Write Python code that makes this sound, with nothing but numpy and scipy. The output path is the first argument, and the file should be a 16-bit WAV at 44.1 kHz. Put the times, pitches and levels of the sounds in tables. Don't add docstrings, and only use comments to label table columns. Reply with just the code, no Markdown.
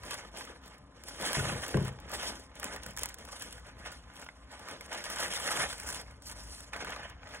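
import sys
import numpy as np
from scipy import signal
from scipy.fft import rfft, irfft, next_fast_len
from scipy.io import wavfile
from scipy.ndimage import uniform_filter1d, minimum_filter1d, map_coordinates

SR = 44100
rng = np.random.default_rng(int(sys.argv[2]) if len(sys.argv) > 2 else 0)


def store_pcm(level_fs):
    pcm = np.round(np.clip(level_fs, -1, 1) * 32767).astype(np.int16)
    wavfile.write(sys.argv[1], SR, np.atleast_2d(pcm).T)


def ratio_of_db(decibels):
    return 10 ** (np.asarray(decibels, float) / 20)


N = 326340


def unit(x):
    return x / np.sqrt(np.mean(x ** 2) + 1e-20)


def along(points, hz):
    f, v = np.transpose(points)
    return np.interp(np.log(hz + 1), np.log(f + 1), v)


def curves(rows):
    s, *cols = np.transpose(rows)
    return [np.interp(np.arange(N) / SR, s, c) for c in cols]


def wobble(rate):
    knots = rng.standard_normal(int(N * rate / SR) + 4)
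    return map_coordinates(knots, [np.arange(N) * rate / SR])


def filtered(x, response):
    m = next_fast_len(N + SR // 2)
    return irfft(rfft(x, m) * response(np.fft.rfftfreq(m, 1 / SR)), m)[..., :N]


def coloured(x, spectrum):
    ends = [(spectrum[0][0] / 2, -70)] + list(spectrum) + [(spectrum[-1][0] * 0.95, -70)]
    cepstrum = irfft(np.log(ratio_of_db(along(ends, np.fft.rfftfreq(4096, 1 / SR)))))
    cepstrum[1:2048] *= 2
    cepstrum[2049:] = 0
    kernel = irfft(np.exp(rfft(cepstrum)))
    return signal.fftconvolve(x, kernel / np.linalg.norm(kernel))[:N]


def bursts(blows, t60, count=12):
    t = np.arange(SR // 20) / SR
    shapes = rng.standard_normal((count, len(t))) * ratio_of_db(-60 * t / t60)
    shapes[:, 0] = 2.6
    which = rng.integers(count, size=N)
    out = np.zeros(N)
    for k in range(count):
        out += signal.fftconvolve(blows * (which == k), shapes[k] / np.linalg.norm(shapes[k]))[:N]
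    return out


def patchy(x, depth_db):
    z = signal.stft(x, nperseg=256)[2]
    field = uniform_filter1d(rng.standard_normal(z.shape), size=7, axis=0)
    field = uniform_filter1d(field, size=12, axis=1)
    return signal.istft(z * ratio_of_db(depth_db * unit(field)), nperseg=256)[1][:N]


# peak_s, rise_s, fall_s, crackle_db, flex_over_crackle_db
PAPER_MOVES = [(0.12, 0.14, 0.19, -48.5, 4), (0.39, 0.066, 0.11, -48, 2.5), (0.5, 0.079, 0.11, -55, 4.5),
               (0.67, 0.053, 0.13, -58, 7), (0.97, 0.035, 0.09, -74, 17.5), (1.08, 0.026, 0.28, -50, -2.5),
               (1.23, 0.051, 0.67, -44, 3.5), (1.27, 0.066, 0.11, -41, 5.5), (1.32, 0.073, 0.46, -42, 6.5),
               (1.5, 0.56, 0.3, -51, 0), (1.7, 0.33, 0.12, -48.5, 1.5), (1.85, 0.093, 0.086, -50, 5.5),
               (2.08, 0.22, .05, -73, 17.5), (2.14, 0.048, 0.24, -44.5, 4), (2.27, 0.19, 0.14, -44.5, -0.5),
               (2.42, .15, 0.057, -56.5, -11), (2.59, 0.11, .05, -63.5, 9.5), (2.64, 0.05, 0.16, -47, 5),
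               (2.74, 0.094, 0.06, -55, 6.5), (2.86, .11, 0.127, -55, 5.5), (3.01, 0.047, 0.14, -47.5, 1.5),
               (3.2, 0.078, 0.12, -55.5, 4), (3.33, 0.094, 0.2, -52.5, 1), (3.42, 0.15, 0.21, -48.5, -3.5),
               (3.53, .04, 0.067, -57, 4.5), (3.585, .02, 0.041, -58, 4), (3.67, 0.031, 0.074, -58.5, 7.5),
               (3.8, 0.065, 0.055, -63, 6)]
FILM_MOVES = [(3.825, 0.069, .04, -57.5, 6), (3.866, 0.03, 0.052, -51.5, 9), (3.924, .03, 0.052, -53, 2.5),
              (3.96, .1, 0.1, -63.5, 0), (4.05, .15, 0.1, -73.5, 13.5), (4.07, .15, .15, -66, 0),
              (4.2, 0.13, 0.16, -58.5, 6), (4.42, .15, .15, -67, 2), (4.517, .015, 0.17, -59.5, 7.5),
              (4.6, 0.14, 0.88, -59.5, 8), (4.7, 0.041, 0.089, -52, 8.5), (4.86, 0.33, .3, -62, -4),
              (4.93, 0.035, 0.16, -48, 7), (5.0, .1, 0.12, -51, 3.5), (5.05, .02, .1, -47, 2.5),
              (5.105, .02, .1, -46.5, 1), (5.165, .03, 0.11, -45, 1), (5.21, 0.098, .11, -39.5, 3.5),
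              (5.34, 0.12, 0.61, -42.5, 1), (5.46, 0.029, 0.11, -40.5, 3.5), (5.51, 0.069, 0.078, -40.5, 5),
              (5.575, 0.044, .08, -42, 4), (5.63, 0.073, 0.029, -35.5, 4), (5.7, .1, 0.44, -48.5, -0.5),
              (5.81, .03, .1, -50, -2), (5.895, 0.053, 0.064, -43, -1.5), (5.945, .04, 0.07, -45.5, -0.5),
              (6.0, 0.16, 0.059, -52, 6), (6.23, 0.02, 0.1, -56, -7), (6.272, .025, .05, -48.5, -12),
              (6.315, 0.032, 0.068, -48, 0.5), (6.37, 0.066, .15, -54.5, 2), (6.55, 0.3, 0.16, -48.5, -7.5),
              (6.64, 0.24, 0.068, -56, 0.5), (6.737, 0.013, 0.04, -53.5, 12),
              (6.767, 0.011, 0.087, -51, 13), (6.81, 0.017, 0.049, -56, 13),
              (6.875, 0.033, .05, -56.5, 14.5), (6.925, .04, 0.051, -52.5, 12),
              (6.965, 0.017, 0.081, -60.5, 15), (7.06, 0.37, 0.11, -62.5, 14),
              (7.25, 0.092, .3, -70.5, 15.5), (7.36, 0.12, 0.16, -55.5, 9.5)]
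FADE_DB, BEND = 20, 1.5


def effort(lingers=1, flexing=0, paper_db=0, film_db=0):
    t, power = np.arange(0, N + 64, 64) / SR, 1e-12
    for moves, sheet_db in ((PAPER_MOVES, paper_db), (FILM_MOVES, film_db)):
        for s, rise, fall, db, flex_db in moves:
            away = np.where(t < s, (s - t) / rise, (t - s) / fall) / lingers
            level_db = db + flexing * flex_db + sheet_db - FADE_DB * abs(away) ** BEND
            power = power + ratio_of_db(2 * level_db)
    return np.interp(np.arange(N) / SR, t, 10 * np.log10(power))


def buckles(spectrum, jerks, rate, spread_db, clump_db, t60, hiss):
    chance, size = rng.random((2, N))
    struck = np.clip(rate / SR / (chance + 1e-9) - 1, 0, 1)
    blows = struck * ratio_of_db(-spread_db * np.log(np.clip(size, .004, 1)))
    clumps = ratio_of_db(clump_db * (jerks + 0.53 * wobble(60)))
    grains = unit(bursts(blows, t60)) + hiss * rng.standard_normal(N)
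    return unit(clumps * patchy(coloured(grains, spectrum), depth_db=2.0))


# freq_hz, level_db
CRACKLE = [(900, -30), (2100, -10), (3300, 0), (5500, -1.5), (7000, -4), (9500, -4), (13000, -8),
           (16300, -12)]
FLEX = [(300, -22), (600, -6), (1000, -2), (1500, -0.5), (2000, -5), (2600, -9), (3500, -10), (7500, -19.5)]
SAG = [(90, -12.5), (200, -5), (330, -1.5), (450, -3), (650, -5), (1000, -6.5)]
FLEX_LINGERS, SAG_LINGERS = 1.203, 1.59
PAPER_SAG_DB, FILM_SAG_DB = -5, -8.5
AIRBORNE_S, THIN_DB, THIN_HZ = 5.72, -8, 4040


def sheets():
    crackle_db, flex_db = effort(), effort(FLEX_LINGERS, 0.99)
    sag_db = effort(SAG_LINGERS, 1, PAPER_SAG_DB, FILM_SAG_DB)
    jerks = 0.45 * wobble(17) + 0.83 * wobble(55)
    crackle = buckles(CRACKLE, jerks, rate=2000, spread_db=2.0, clump_db=2.5, t60=0.0043, hiss=0.73)
    sheen = filtered(crackle, lambda hz: 1 / (1 + (9000 / (hz + 1)) ** 4))
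    sheen_db = np.clip(0.36 * (crackle_db + 37.5), -7, 1.5)
    crackle += (ratio_of_db(sheen_db) - 1) * sheen
    airborne = np.arange(N) > AIRBORNE_S * SR
    crackle += airborne * (ratio_of_db(THIN_DB) - 1) * filtered(crackle, lambda hz: hz < THIN_HZ)
    flex = buckles(FLEX, jerks, rate=583, spread_db=2.5, clump_db=2.0, t60=0.021, hiss=1.0)
    sag = buckles(SAG, jerks, rate=150, spread_db=2.0, clump_db=0.5, t60=0.034, hiss=0.9)
    sag_level = ratio_of_db(np.minimum(sag_db, -44) - 4.0)
    return ratio_of_db(crackle_db + 3.0) * crackle + ratio_of_db(flex_db - 1.5) * flex + sag_level * sag


# freq_hz, level_db
CREASE = [(1500, -26), (3000, -5), (5000, -2), (8000, 0), (11000, -1.5), (14000, -3), (16800, -6)]
# start_s, peak_db
SNAPS = [(0.0346, -41.5), (0.0518, -39.5), (0.1096, -28.5), (0.1426, -28), (0.3716, -39),
         (0.4511, -40.5), (0.6589, -46.5), (0.7821, -51.5), (1.0373, -36.5), (1.072, -50),
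         (1.0847, -33), (1.1997, -41), (1.225, -31), (1.264, -26), (1.3314, -23.5), (1.3543, -38),
         (1.3887, -35), (1.6202, -35), (1.6648, -39), (1.6816, -29.5), (1.7709, -35.5),
         (1.8262, -40), (1.8497, -37), (1.8806, -36), (2.0016, -46), (2.0657, -54), (2.0951, -41),
         (2.1171, -33.5), (2.15, -33.5), (2.2303, -33),
         (2.5985, -32), (2.6304, -34.5), (2.643, -23.5), (2.762, -34.5), (2.8211, -50),
                 (2.8341, -36), (2.8632, -32), (2.9084, -39), (2.974, -29.5), (2.9925, -27), (3.034, -21),
                 (3.0576, -26), (3.0887, -36), (3.143, -34), (3.186, -40), (3.2516, -39.5), (3.4226, -27.5),
                 (3.527, -34.5), (3.8523, -45), (3.9183, -36.5), (4.137, -47), (4.196, -37.5),
                 (4.2158, -39), (4.2435, -41), (4.5133, -59), (4.6854, -35), (4.7115, -35), (4.8095, -33.5),
                 (4.8605, -38.5), (4.916, -40),
         (4.9158, -37), (5.0405, -28.5), (5.1008, -27.5), (5.1602, -27), (5.2191, -28),
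                 (5.2815, -31), (5.3363, -23), (5.3992, -26.5), (5.4421, -31), (5.4616, -30), (5.5933, -33),
                 (5.6915, -32.5), (5.7289, -29.5), (5.7812, -35.5), (5.7993, -28.5), (5.8336, -32.5),
                 (5.8703, -36), (5.8892, -25.5), (5.926, -27.5), (5.9454, -25), (6.0134, -32.5),
                 (6.1103, -47.5), (6.2216, -42), (6.2699, -37), (6.7335, -39.5), (6.7632, -37.5),
                 (6.8469, -34), (6.9044, -35), (7.0983, -42), (7.3458, -38.5),
         (0.679, -45), (2.555, -43), (2.6542, -33), (2.9856, -31.5), (3.0125, -34), (4.264, -50.5),
               (4.287, -49), (4.4444, -57), (6.2975, -31.5), (6.3134, -31.5), (6.6049, -34),
         (2.7365, -37), (2.8853, -42), (2.9342, -48.5), (2.966, -34.5), (3.0934, -37), (3.27, -51),
               (3.2874, -42.5), (3.3197, -43), (3.3982, -39), (3.44, -40), (3.5817, -49), (3.6656, -54.5),
               (3.863, -39), (3.926, -42.5), (4.1465, -51), (4.157, -42), (4.594, -43), (4.929, -31.5),
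               (5.1113, -34), (5.7104, -38), (5.8774, -32), (5.9016, -25.5), (6.3224, -33), (6.4368, -39.5),
               (6.599, -43), (6.7677, -41), (6.8936, -38.5), (6.9621, -41), (7.0329, -49), (7.2416, -53),
               (7.2744, -49), (7.2903, -44), (7.309, -50)]
# start_s, peak_db, pitch_hz
FOLDS = [(0.035, -34.5, 985), (0.108, -27, 1160), (0.249, -40, 1260), (0.409, -30, 1040),
         (0.474, -38, 1196), (0.635, -45, 1380), (1.037, -50, 1230), (1.083, -40, 1720),
         (1.108, -38, 1415), (1.2, -34, 1260), (1.332, -25, 1630), (1.368, -26, 663),
         (1.396, -24, 1480), (1.516, -30, 1324), (1.649, -32, 1210), (1.664, -33, 1373),
         (1.743, -25, 1614), (1.772, -24, 1115), (1.881, -34, 1370), (1.988, -37, 894),
         (2.104, -39, 1220), (2.565, -46, 1450), (2.642, -31, 1460), (2.663, -33, 1540),
         (2.762, -36, 1970), (2.862, -36, 1590), (2.974, -37, 1770), (3.035, -35, 1980),
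         (3.142, -50, 1080), (3.276, -37.5, 1340), (3.288, -34, 1140), (3.415, -39, 1800),
         (3.581, -48, 1760), (3.591, -45, 1950), (3.768, -47, 1040), (3.86, -31.5, 624),
         (3.923, -39, 1420), (4.101, -44.5, 1390), (4.198, -44, 1124), (4.226, -35.5, 1457),
         (4.264, -35, 1430), (4.288, -34.5, 2020),
         (4.513, -44, 817), (4.596, -39, 860), (4.686, -33, 1260), (4.809, -35, 2100),
              (4.919, -28, 790), (4.928, -31, 830), (5.1, -31, 1280), (5.112, -32, 1230),
              (5.169, -33, 1180), (5.214, -29, 1270), (5.304, -37, 1040), (5.401, -33, 1255),
              (5.45, -30.5, 1430), (5.488, -23, 2000), (5.506, -28, 1320), (5.515, -23, 1233),
              (5.566, -26.5, 1330), (5.574, -25, 743), (5.704, -33, 1410), (5.728, -30, 1570),
              (5.866, -43, 1420), (5.889, -32.5, 1520), (6.081, -45, 1214), (6.304, -44, 903),
              (6.355, -48, 1166), (6.733, -30.5, 2420), (6.743, -37, 1370), (6.763, -32.5, 1540),
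              (6.805, -29.5, 1540), (6.846, -30, 1500), (6.87, -32, 1220), (6.896, -30.5, 774),
              (6.904, -33, 1230), (6.921, -32, 1440), (6.962, -29.5, 1224), (7.032, -38, 1770),
              (7.052, -34, 620), (7.232, -38, 770), (7.338, -39, 832)]
STRAY_PER_S, STRAY_DB, STRAY_SPREAD_DB = 10, 16.5, 2.5
FILM_FROM_S = 3.8
PAPER_TICK_T60, FILM_TICK_T60, FILM_TICK_DB = 0.0044, 0.011, 0
FILM_TICK_TOP_HZ = 12000
RING_DB, RING_T60, RING_BLUR = -3.5, 0.031, .05


def snaps():
    chance, size = rng.random((2, N))
    stray_db = effort() + STRAY_DB - STRAY_SPREAD_DB * np.log(size + 0.019)
    tick = (chance < STRAY_PER_S / SR) * ratio_of_db(stray_db)
    s, db = np.transpose(SNAPS)
    tick[np.round(s * SR).astype(int)] = ratio_of_db(db + 11.5)
    pop, ring, t = np.zeros(N), np.zeros(N + SR), np.arange(SR // 20) / SR
    for s, db, hz in FOLDS:
        start = round(s * SR)
        pop[start] = ratio_of_db(db + 12)
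        phase = 2 * np.pi * hz * t + RING_BLUR * np.cumsum(rng.standard_normal(len(t)))
        swell = 1 - np.exp(-t * hz)
        ring[start:][:len(t)] += ratio_of_db(db + RING_DB - 60 * t / RING_T60) * np.sin(phase) * swell
    film = np.arange(N) > FILM_FROM_S * SR
    soft = bursts(tick * film, FILM_TICK_T60, count=8)
    soft = filtered(soft, lambda hz: 1 / (1 + 1j * hz / FILM_TICK_TOP_HZ) ** 2)
    bright = bursts(tick * ~film, PAPER_TICK_T60, count=8) + ratio_of_db(FILM_TICK_DB) * soft
    bright += ratio_of_db(-2.5) * bursts(tick, t60=.028, count=8)
    body = bursts(pop + ratio_of_db(-5.0) * tick, t60=0.021, count=12)
    return coloured(bright, CREASE) + coloured(body, FLEX) + ring[:N]


# start_s, peak_db, brightness_db, lowest_modes_db
KNOCKS = [
    (0.791, -51, -24, 11),
    (1.368, -25, 0, 7),
    (1.399, -50, -6, 16),
    (1.433, -34, -5, 6.5),
    (1.517, -29.5, -3.5, 4),
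    (1.744, -16, 1, 1),
    (1.774, -36, 12, -14),
    (1.809, -26, -3, -1),
    (2.86, -38, -10, -11),
    (5.581, -36, -15, 1),
]
# freq_hz, level_db, t60_s
BOARD = [(62, -8, 0.5), (85, -5, 0.33), (105.9, -8, 0.35), (134.4, -1, 0.45), (187.9, -7, 0.31),
         (214.3, -3, 0.13), (257.7, -16.5, 0.29), (353, -8, 0.2), (394.4, -11, 0.25), (426, -8, 0.217),
         (511, -13, 0.19), (553, -16, 0.14), (610, -19, 0.25), (668, -22, 0.23)]


def iron():
    out, t = np.zeros(N + SR), np.arange(SR // 2) / SR
    hz, level_db, t60 = np.transpose(BOARD)[:, :, None]
    for s, db, bright_db, low_db in KNOCKS:
        tone_db = np.interp(np.log(hz), np.log([100, 180, 600]), [low_db, 0, bright_db])
        level = ratio_of_db(level_db + tone_db + 0.8 * rng.standard_normal(hz.shape) - 60 * t / t60)
        wander = 0.045 * np.cumsum(rng.standard_normal(level.shape), 1) * np.sqrt(hz / 3000)
        build_up = 1 - np.exp(-(t * hz / 0.41) ** 2)
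        ring = level * np.sin(2 * np.pi * hz * t + wander) * build_up
        tap = ratio_of_db(bright_db - 10.0 - 60 * t / 0.017) * np.sin(2 * np.pi * 1100 * t)
        out[round(s * SR):][:len(t)] += ratio_of_db(db - 5.0) * (ring.sum(0) + tap)
    return out[:N]


# freq_hz, t60_s
ROOM = [(150, 0.59), (1000, 0.16), (4000, 0.14), (12000, 0.031)]


def tail(x, t60_scale):
    hz, t, z = signal.stft(rng.standard_normal(SR // 2), SR, nperseg=256)
    t60 = t60_scale * along(ROOM, hz)[:, None]
    echo = signal.istft(z * ratio_of_db(-60 * t / t60), SR, nperseg=256)[1]
    return signal.fftconvolve(x, echo / np.linalg.norm(echo))[:N]


# time_s, rumble_db
ROOM_HUM = [(0.0, -43), (0.14, -54), (0.9, -57.5), (1.36, -52.5), (1.9, -50), (2.53, -54), (3.01, -49.5),
            (3.1, -53), (3.5, -51), (4.12, -52), (4.17, -58), (5.5, -54), (5.96, -49), (6.33, -51),
            (6.47, -45.5), (6.78, -53), (7.07, -49), (7.4, -52)]
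# freq_hz, level_db_per_hz
RUMBLE = [(24, -15), (35, -5), (48, 4.5), (60, 10.5), (80, -2.5), (107, -4.5), (160, -13), (250, -29)]
AIR = [(150, 3.5), (260, 1.5), (390, -11), (540, -6), (1500, -8.5), (2300, -21), (4000, -24), (12000, -51)]
# freq_hz, width_hz, level_db
DRONE = [(271.3, 18.4, -70), (1036, 26, -71), (1217, 94, -73)]


def background():
    rumble_db, = curves(ROOM_HUM)
    out = ratio_of_db(rumble_db) * unit(coloured(rng.standard_normal(N), RUMBLE))
    for centre, width, drone_db in DRONE:
        narrow = filtered(rng.standard_normal(N), lambda hz: np.exp(-((hz - centre) / width) ** 2))
        out += ratio_of_db(drone_db) * unit(narrow)
    return out + ratio_of_db(-62.5) * unit(coloured(rng.standard_normal(N), AIR))


# freq_hz, differing_share
APART = [(150, .02), (400, .17), (900, .26), (1500, .26), (2200, .36), (3000, .6), (3700, .3), (4300, .05)]


def scene():
    near, knocks = sheets() + snaps(), iron()
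    echo = tail(near + ratio_of_db(-9) * knocks, t60_scale=0.57)
    sound = near + knocks + ratio_of_db(-9.5) * echo + background()
    z = signal.stft(sound, nperseg=256)[2]
    scrambled = z * np.exp(2j * np.pi * rng.random(z.shape))
    other = unit(signal.istft(scrambled, nperseg=256)[1][:N]) * np.std(sound)
    share = lambda hz: np.clip(along(APART, hz), 0, .95)
    scattered = filtered(other, share)
    shared = filtered(sound, lambda hz: np.sqrt(1 - share(hz) ** 2))
    return np.array([shared + scattered, shared - scattered])


# which, low_hz, high_hz
WEAK = [(0, 4150, 5150), (1, 7600, 9600), (0, 11750, 14200)]
# freq_hz, level_db
HEARD = [(9000, -135), (11500, -112), (15500, -105)]
TOP_HZ = 15750


def joint_stereo(x, sudden_share, ragged_hz, blur, spill):
    slope = signal.windows.kaiser_bessel_derived(2048, 4 * np.pi)
    hz, _, z = signal.stft([x[0] + x[1], x[0] - x[1]], SR, window=slope, nperseg=2048)
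    line, frames = hz[:, None], z.shape[2]
    power = np.add.reduceat(abs(z) ** 2, np.arange(0, len(hz), 16), axis=1) / 16
    power *= ratio_of_db(rng.normal(0, 9, power.shape))
    heard = power[:, np.arange(len(hz)) // 16] > ratio_of_db(2 * along(HEARD, line))
    keep = heard & (line < TOP_HZ)
    for which, low, high in WEAK:
        edges = ragged_hz * np.round(rng.standard_normal((2, frames)))[:, np.arange(frames) // 3]
        keep[which] &= (line < low + edges[0]) | (line > high + edges[1] * high / 7000)
    bright = abs(uniform_filter1d(np.diff(x[1], 2) ** 2, size=128))
    blocks = np.pad(bright, (512, frames * 1024))[:frames * 1024].reshape(-1, 1024)
    usual = np.quantile(np.hstack([blocks, np.roll(blocks, 1, 0)]), .3, axis=1)
    leap = blocks.max(1) / (usual + 1e-20)
    sudden = leap > np.quantile(leap, 1 - np.clip(sudden_share, 0, 1))
    z[1] *= np.exp(1j * blur * rng.standard_normal(z[1].shape) * (line > 4500) * ~sudden)
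    z[0] += spill * 1j * z[1] * sudden * ~keep[0]
    both = signal.istft(z * (keep | sudden), SR, window=slope, nperseg=2048)[1][:, :N] / 2
    click = blocks > np.maximum(blocks.max(1) / 5, 3 * np.median(blocks, 1))[:, None]
    near = -minimum_filter1d(-1. * click.ravel(), size=193)
    most_sudden = np.repeat(leap > np.quantile(leap, .91), 1024)
    hush = uniform_filter1d(most_sudden * (1 - near), size=64)[512:][:N]
    sum_only = np.array([[1], [0]], bool)
    weak = filtered(both, lambda hz: (hz > WEAK[2][1]) | (abs(hz - 4500) < 550) * sum_only)
    mid, side = both - hush * weak
    return np.array([mid + side, mid - side])


def roll_off(x):
    return signal.sosfilt(signal.butter(12, 16990, fs=SR, output="sos"), x)


# freq_hz, left_over_right_db
TILT = [(60, 1.4), (200, 2), (380, 4), (700, 1.5), (1290, -1), (2380, -3), (3800, 0)]
# freq_hz, phase_rad
CATCH_UP = [(200, 0), (600, 0), (1400, 0.31), (2200, 0.19), (3500, 0.0065)]
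LAG = 5


def record(dry):
    late = lambda hz: np.exp(1j * along(CATCH_UP, hz) - 2j * np.pi * hz * LAG / SR)
    cut = lambda hz: (1j * hz / (38 + 1j * hz)) ** 2
    left = lambda hz: ratio_of_db(along(TILT, hz) / 2) * late(hz)
    right = lambda hz: ratio_of_db(-along(TILT, hz) / 2)
    heard = filtered(dry, lambda hz: cut(hz) * [left(hz), right(hz)])
    mix = joint_stereo(heard, sudden_share=.21, ragged_hz=250, blur=1.1, spill=.25)
    return roll_off(mix)


dry = scene()
out = record(dry)
store_pcm(out)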